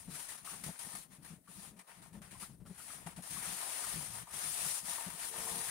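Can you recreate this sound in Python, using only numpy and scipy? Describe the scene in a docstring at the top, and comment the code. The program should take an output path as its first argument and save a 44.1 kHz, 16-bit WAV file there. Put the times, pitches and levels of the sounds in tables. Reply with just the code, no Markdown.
"""Garment steamer against a curtain.

A handheld steamer hisses in uneven surges in a quiet room. Water slugs choke the nozzle and burst
free; droplets and bubbles ring the steam channels. The small boiler rumbles and gulps as steam
pockets collapse. Near the end a faint chord sounds, perhaps a far car horn.
Heard by two phone microphones, each behind a resonant port."""
import sys
import numpy as np
from scipy import signal
from scipy.fft import rfft, irfft
from scipy.io import wavfile
from scipy.ndimage import uniform_filter1d

SR = 44100
rng = np.random.default_rng(int(sys.argv[2]) if len(sys.argv) > 2 else 0)


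def store_wav(level_fs):
    """Save 16-bit WAV to argv[1]."""
    pcm = np.round(np.clip(np.atleast_2d(level_fs), -1, 1) * 32767)
    wavfile.write(sys.argv[1], SR, pcm.T.astype(np.int16))


N = 251370

# noise floor (frequency [Hz], relative density [dB])
FLOOR_SPECTRUM = [(100, -28), (600, -9.5), (1500, -50), (4000, -30), (9000, -25), (15000, -20)]
# horn chord (frequency [Hz], level [dB])
HORN_NOTES = [(227, -67.5), (357, -67), (452, -59.5), (512, -68.5)]
# horn swell (time [s], gain [dB])
HORN_ENVELOPE = [(5.29, -21), (5.31, -3), (5.6, 0.5), (5.66, -14)]
# boiling between gulps (time [s], level [dB], bass lift [dB])
BOIL_ENVELOPE = [(0.0, -62, 5), (0.17, -68.5, -9), (1.62, -61, -6), (1.78, -83, -6), (2.0, -64.5, -4),
                 (2.3, -63, 2.5), (2.59, -65, 2), (2.73, -65, -1.5), (2.95, -67, -5), (3.33, -72, -1.5),
                 (3.7, -74, 1), (3.89, -68, 7), (4.05, -56, -3), (4.21, -64.5, 2), (5.21, -71, 0),
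                 (5.38, -71, 2.5), (5.48, -63, -2), (5.7, -63, -4)]
# air in the tank (frequency [Hz], relative density [dB])
TANK_SPECTRUM = [(30, -53), (50, -5), (70, -1), (95, -16), (120, 4.5), (140, -7.5), (176, 2), (212, -10),
                 (242, -7.5), (290, -13), (400, -18), (550, -28.5)]
# brief dips in the rumble (centre [s], loss [dB], half length [s])
RUMBLE_LULLS = [(.28, 8, 0.032), (0.805, 10, 0.03), (1.45, 6.5, 0.052), (1.86, 14, 0.041),
                (2.874, 6, 0.032), (3.276, 7, 0.027), (3.63, 11, 0.041), (3.78, 14, .045),
                (4.283, 12, 0.027), (4.566, 6, 0.037), (4.783, 12, 0.025), (5.013, 18, 0.054),
                (5.25, 13, 0.04)]
# collapsing steam pockets (time [s], level [dB], pitch [Hz], length [s])
BOILER_GULPS = [(0.076, -46.5, 175, 0.025), (0.109, -55, 149, 0.064), (0.519, -54.5, 184, 0.032),
                (0.635, -50, 184, 0.021), (0.664, -44, 159, 0.025), (0.686, -43.5, 180, 0.024),
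                (0.865, -49.5, 178, 0.016), (0.939, -53, 180, 0.013), (1.131, -65, 171, 0.024),
                (1.184, -55, 145, 0.027), (1.301, -51, 175, 0.03), (1.325, -48, 168, 0.019),
                (1.357, -60.5, 185, 0.034), (1.487, -57, 183, 0.026), (1.576, -59, 187, 0.031),
                (1.718, -53, 208, 0.037), (1.759, -59.5, 183, 0.056), (1.974, -61, 184, 0.02),
                (2.1, -58.5, 160, 0.052), (2.143, -51.5, 203.5, 0.058), (2.209, -52, 176, 0.024),
                (2.269, -59, 188, 0.025), (2.322, -52.5, 194, 0.027), (2.356, -59, 114, 0.023),
                (2.423, -50.5, 196, 0.019), (2.494, -53, 137, 0.027), (2.529, -56.5, 179, 0.027),
                (2.6, -55.5, 180, 0.029), (2.652, -51, 192, 0.033), (2.696, -46.5, 185, 0.03),
                (3.06, -47.5, 168, 0.034), (3.175, -45, 174, 0.032), (3.309, -50.5, 172, 0.02),
                (3.374, -52.5, 190, 0.015), (3.471, -52, 176, 0.034), (3.519, -55, 181, 0.031),
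                (3.959, -46.5, 161, 0.028), (3.989, -49, 146, 0.042), (4.077, -58, 110, 0.089),
                (4.162, -58.5, 120, 0.067), (4.336, -54, 150, 0.022), (4.459, -57.5, 155, 0.037),
                (4.658, -50.5, 149, 0.021), (4.829, -53, 176, 0.03), (4.884, -53.5, 184, 0.027),
                (5.063, -46.5, 183.6, 0.032), (5.138, -55.5, 171, 0.023), (5.382, -52.5, 172, 0.036),
                (5.515, -52.5, 181, 0.052), (5.551, -47, 181, 0.033)]
# splash resonances (frequency [Hz], width [Hz], gain [dB])
SPLASH_MODES = [(710, 64, 9), (1250, 170, -7), (1710, 200, -16)]
# bubbles bursting in the channels (time [s], level [dB], pitch [Hz])
BUBBLE_POPS = [(0.173, -43, 825), (0.291, -43, 1880), (0.471, -37.5, 1230), (0.531, -40, 1020),
               (0.684, -39, 675), (0.858, -49, 923), (1.472, -45, 1200), (2.149, -49, 694),
               (2.314, -50, 1910), (2.348, -45, 1010), (2.424, -39.5, 1210), (2.659, -47, 1210),
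               (2.797, -46, 1360), (2.899, -41, 1190), (3.062, -37.5, 700), (3.181, -42, 696),
               (3.362, -36.5, 1200), (3.45, -52, 880), (3.514, -47, 845), (3.833, -34.5, 1250),
               (4.001, -38.5, 960), (4.27, -40.5, 980), (4.461, -42.5, 1250), (4.647, -38.5, 1280),
               (4.979, -36.5, 970), (5.334, -38.5, 710), (5.382, -38, 740), (5.464, -31, 890),
               (5.519, -34.5, 800), (5.64, -41, 851), (5.684, -32, 1820)]
# steam channel resonances (frequency [Hz], width [Hz], left [dB], right [dB])
CHANNEL_MODES = [(702, 48, -3.5, -29), (811, 81, -3, -14), (928, 29, -0.5, -9), (1056, 22, -12.5, -6),
                 (1213, 29, -6, -7), (1802, 63, -2.5, -12.5)]
# water slugs in the nozzle (release [s], loss [dB], choke [s], reopening [s], spurt [dB])
WATER_SLUGS = [(.09, 11, 0.057, 0.021, 0), (.138, 1, .01, .002, 1.5), (0.284, 4, 0.035, 0.0027, 4.5),
               (0.375, 0, .02, 0.0016, 7.5), (0.445, 15.5, 0.077, 0.0018, -2.5),
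               (0.6367, 6.5, 0.069, .001, 5.5), (0.7898, 8, 0.071, 0.0012, 5.5),
               (.9493, 0.5, 0.094, 0.0015, 5.5), (1.099, 17.5, 0.041, 0.022, 14),
               (1.212, 16, 0.032, 0.011, -3), (1.2455, -2.5, 0.016, 0.0018, 11),
               (1.43, 13, 0.059, 0.032, 8), (1.476, 13.5, 0.094, 0.0019, -6),
               (1.762, 19, 0.049, 0.0091, -1), (1.79, 5, 0.013, .001, 5.5), (1.866, 17, 0.044, 0.0088, 0),
               (2.017, 4.5, 0.024, 0.0027, 4.5), (2.128, 12, 0.033, 0.0016, 0),
               (2.216, 20, 0.02, 0.00089, 8), (2.309, 2, 0.044, 0.0019, 8.5),
               (2.395, 4.5, 0.027, 0.0045, 2), (2.66, 21, .11, .001, 3.5), (2.7765, 1, 0.016, .003, 6.5),
               (3.0614, 0, .03, 0.0025, 14), (3.161, 7, 0.026, .002, 7.5), (3.221, 3, 0.014, .001, 6.5),
               (3.42, 3, 0.018, .02, 4.5), (4.13, 2.5, 0.096, 0.015, 4.5), (4.27, 4.5, 0.024, 0.0018, -0.5),
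               (4.28, 12.5, 0.052, 0.035, -8), (4.33, 2, 0.037, .004, 2.5), (4.839, 11.5, 0.035, 0.018, -3),
               (5.175, 6.5, 0.071, 0.017, -1), (5.33, 6, 0.038, 0.036, -2)]
# steam pressure, heard as the open jet (time [s], level [dB], body lift [dB], ringing gain [dB])
JET_ENVELOPE = [(0, -53, -1, -14), (.14, -47, -1.5, -19.5), (.5, -47.5, 1, -13), (.96, -50.5, -1.5, -10),
                (1.15, -61, 5.5, -11), (1.3, -60, 2.5, -16.5), (1.65, -53, -1, -12.5), (1.92, -62, 9, -2),
                (2.2, -65, 5, -1.5), (2.36, -60.5, 7, -18), (2.43, -47.5, 3, -15), (2.5, -61, -1, -9),
                (2.72, -66, 2.5, -15), (2.8, -56, 3, -16), (2.93, -49, 0, -14.5), (3.04, -61.5, 9, -5),
                (3.2, -61, 3, -7.5), (3.33, -44, -2, -17), (3.6, -43.5, 2, -9), (3.92, -41.5, -2, -14.5),
                (4.17, -47.5, 0, -10.5), (4.4, -41.5, -1.5, -14), (4.7, -38.5, -4, -20),
                (4.9, -40, -3.5, -13), (5.05, -46, 1, -7), (5.26, -40.5, -3, -14), (5.4, -42, -2, -10.5),
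                (5.7, -41.5, -0.5, -11.5)]
# jet hiss (frequency [Hz], relative density [dB])
JET_SPECTRUM = [(300, -16.5), (500, -15), (800, -10), (1500, -7.5), (2500, -9), (4000, -10), (6500, -9.5),
                (11000, -9.5), (16000, -14.5)]
# jet colour at the right microphone (frequency [Hz], gain [dB])
JET_RIGHT_EQ = [(300, 0), (700, -2.5), (1200, -3), (2500, -1.5), (6000, -1), (10000, -9), (15000, -12)]
# left-right likeness of the jet (frequency [Hz], correlation [-])
JET_COHERENCE = [(300, 0.96), (700, 0.43), (1200, 0), (2000, 0.22), (5000, 0), (12000, 0.042)]
# microphone ports, left then right (frequency [Hz], width [Hz], lift [dB])
MIC_PORTS = [(9510, 1960, 14), (8520, 1940, 10.5)]


def gain(db):
    """Decibels to amplitude."""
    return 10 ** (np.asarray(db) / 20)


def unit_rms(x):
    """Scale to rms 1."""
    return x / np.sqrt(np.mean(x ** 2) + 1e-20)


def log_interp(points, hz):
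    """Interpolate on a log-frequency axis."""
    f, value = np.transpose(points)
    return np.interp(np.log(hz + 1), np.log(f + 1), value)


def add(mix, start_s, sound):
    """Mix a sound in at start_s."""
    part = mix[round(start_s * SR):][:len(sound)]
    part += sound[:len(part)]


def resonate(x, hz, width_hz):
    """Single resonance, peak gain about 1."""
    r = np.exp(-np.pi * width_hz / SR)
    return 2 * signal.lfilter([1 - r], [1, -r * np.exp(2j * np.pi * hz / SR)], x).real


def drift(samples):
    """Smooth random drift, rms 1."""
    return unit_rms(uniform_filter1d(uniform_filter1d(rng.standard_normal(N), samples), samples))


def stereo_noise(colour_db, coherence, patchy_db, fft_size):
    """Partly correlated noise pair with drifting spectral patches, rms 1."""
    frames, hz = 4 * N // fft_size + 5, np.fft.rfftfreq(fft_size, 1 / SR)
    a, b, c, d, patches = rng.standard_normal((frames, len(hz), 5)).T
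    patches = unit_rms(uniform_filter1d(uniform_filter1d(patches, 6, axis=0), 12, axis=1))
    shared = np.clip(coherence(hz), -1, 1)[:, None]
    left = a + 1j * b
    spectra = np.array([left, shared * left + np.sqrt(1 - shared ** 2) * (c + 1j * d)])
    spectra *= gain(colour_db(hz, np.arange(frames) * fft_size / 4 / SR) + patchy_db * patches)
    return unit_rms(signal.istft(spectra, nperseg=fft_size, noverlap=3 * fft_size // 4)[1][:, :N])


def noise_floor(level_db=-74):
    """Hush of room and microphones."""
    air = stereo_noise(lambda hz, frame_s: log_interp(FLOOR_SPECTRUM, hz)[:, None],
                       lambda hz: np.full_like(hz, 0.2), patchy_db=2.5, fft_size=1024)
    return air * gain(level_db + np.array([[2], [-3]]))


def far_horn(waver_cycles=0.094):
    """Distant chord; its phases waver on the way through the air."""
    times_s, swell_db = np.transpose(HORN_ENVELOPE)
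    t = np.arange(N) / SR
    wavers = unit_rms(uniform_filter1d(rng.standard_normal((len(HORN_NOTES), N)), 1500, axis=1))
    chord = sum(gain(db) * np.sqrt(2) * np.sin(2 * np.pi * (hz * t + waver_cycles * waver))
                for (hz, db), waver in zip(HORN_NOTES, wavers))
    return chord * gain(np.interp(t, times_s, swell_db, -90, -90) + [[2], [-3.5]])


def boiler_rumble(heave_re_gulp_db=-14.5, heave_s=0.049, heave_bass_share=0.66):
    """Boiling rings the air in the tank; each gulp heaves it, most in the bass."""
    times_s, boil_db, bass_db = np.transpose(BOIL_ENVELOPE)
    t = np.arange(0, N, 64) / SR
    calm_db = np.interp(t, times_s, boil_db)
    heave_power = sum(gain(db + heave_re_gulp_db) ** 2 * np.exp(-((t - at_s) / heave_s) ** 2)
                      for at_s, db, _, _ in BOILER_GULPS)
    heave_db = 10 * np.log10(1 + heave_power / gain(calm_db) ** 2)
    lull_db = sum(db / (1 + ((t - at_s) / half_s) ** 4) for at_s, db, half_s in RUMBLE_LULLS)

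    def colour_db(hz, frame_s):
        bass = 1 / (1 + (hz / 140) ** 6)
        sides_db = np.array([np.full_like(hz, 4.4), -3 - 3 * bass])
        steady_db = log_interp(TANK_SPECTRUM, hz) - hz / 150 + sides_db
        lift_db = np.interp(frame_s, times_s, bass_db)
        lift_db += heave_bass_share * np.interp(frame_s, t, heave_db)
        return steady_db[:, :, None] + bass[:, None] * lift_db

    tank = stereo_noise(colour_db, lambda hz: np.full_like(hz, 0.78), patchy_db=0.5, fft_size=2048)
    level_db = np.interp(np.arange(N) / SR, t, calm_db + heave_db - lull_db)
    return tank * gain(level_db + 3.8 * drift(samples=1300))


def boiler_gulps(attack_s=0.00083, splash_db=-36):
    """Each collapsing steam pocket rings the tank and throws a splash through the channels."""
    out, t = np.zeros(N), np.arange(round(0.2 * SR)) / SR
    for at_s, db, hz, length_s in BOILER_GULPS:
        envelope = (1 - np.exp(-t / attack_s)) / (1 + (t / length_s) ** 6)
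        fuzz, spray = rng.standard_normal((2, len(t)))
        ring = np.sin(2 * np.pi * hz * t) + 0.41 * unit_rms(resonate(fuzz, hz, width_hz=73))
        splash = unit_rms(sum(gain(g) * resonate(spray, f, width) for f, width, g in SPLASH_MODES))
        add(out, at_s, gain(db) * envelope * (ring + gain(splash_db) * splash))
    return out * gain([[2.5], [-4]])


def bubble_pops(attack_s=0.011, t60_s=0.057, width_hz=330):
    """Bubbles burst in the channels, each a short rough ring."""
    out, t = np.zeros(N), np.arange(round(0.12 * SR)) / SR
    for at_s, db, hz in BUBBLE_POPS:
        burst = rng.standard_normal(len(t))
        ring = unit_rms(resonate(resonate(burst, hz, width_hz), hz, width_hz))
        envelope = gain(db - 60 * t / t60_s) * (1 - np.exp(-t / attack_s))
        add(out, at_s, envelope * ring)
    return out * gain([[2], [-4]])


def channel_ringing(drops_per_s=900):
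    """Droplets strike the channel walls at random, a few hard, and ring their modes."""
    hits = rng.random(N) < drops_per_s / SR
    drops = hits * gain(2.4 * np.minimum(rng.exponential(1, N), 4))
    near, far = drops * rng.standard_normal((2, N))
    drive = np.array([near, 0.12 * near + 1.4 * far])  # second path to the right microphone
    return unit_rms(sum(gain([[left_db], [right_db]]) * resonate(drive, hz, width_hz) / np.sqrt(width_hz)
                        for hz, width_hz, left_db, right_db in CHANNEL_MODES))


def water_slugs(t, choke_steepness=4.62, spurt_decay_s=0.036):
    """Slugs choke the nozzle, then leave with a spurt; returns loss and spurt in dB."""
    loss_db, spurt_db = np.zeros((2, N))
    for release_s, depth_db, choke_s, reopen_s, jump_db in WATER_SLUGS:
        before_s, after_s = np.maximum(release_s - t, 0), np.maximum(t - release_s, 0)
        shut = np.exp(-after_s / reopen_s)
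        loss_db += depth_db * shut / (1 + (before_s / choke_s) ** choke_steepness)
        spurt_db += jump_db * (1 - shut) * np.exp(-after_s / spurt_decay_s)
    return loss_db, spurt_db


def steam_jet(wander_db=1.5, body_edge_hz=3000):
    """Turbulent jet through narrow channels; pressure sets the level, slugs cut steps in it."""
    times_s, open_db, body_db, ring_db = np.transpose(JET_ENVELOPE)
    t = np.arange(N) / SR
    loss_db, spurt_db = water_slugs(t)
    # body and ringing escape a small share of each choke
    body_db = np.interp(t, times_s, body_db) + 0.095 * loss_db + wander_db * drift(samples=2500)
    ring_db = np.interp(t, times_s, ring_db) + 0.067 * loss_db + wander_db * drift(samples=2500)
    level_db = np.interp(t, times_s, open_db) - loss_db + spurt_db + 0.7 * drift(samples=300)

    def colour_db(hz, frame_s):
        sides_db = np.array([np.zeros_like(hz), log_interp(JET_RIGHT_EQ, hz)])
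        steady_db = log_interp(JET_SPECTRUM, hz) + sides_db
        body = 1 / (1 + (hz / body_edge_hz) ** 4)
        return steady_db[:, :, None] + body[:, None] * np.interp(frame_s, t, body_db)

    hiss = stereo_noise(colour_db, lambda hz: log_interp(JET_COHERENCE, hz), patchy_db=1.5, fft_size=512)
    jet = gain(-2.5) * hiss + gain(ring_db) * channel_ringing()
    return jet * gain(level_db + [[1.5], [-1.5]])  # steamer slightly left


def scene():
    """Stereo sum of all sources."""
    return steam_jet() + bubble_pops() + boiler_rumble() + boiler_gulps() + far_horn() + noise_floor()


def record(dry):
    """Each microphone port lifts a treble band; a low-pass follows."""
    hz = np.fft.rfftfreq(N, 1 / SR)
    lift_db = np.array([db / (1 + (2 * (hz - f) / width_hz) ** 2) for f, width_hz, db in MIC_PORTS])
    heard = irfft(rfft(dry) * gain(lift_db), N)
    lowpass = signal.firwin(511, cutoff=15800, window=("kaiser", 9), fs=SR)
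    return signal.oaconvolve(heard, lowpass[None], "same")


dry = scene()
out = record(dry)
store_wav(out)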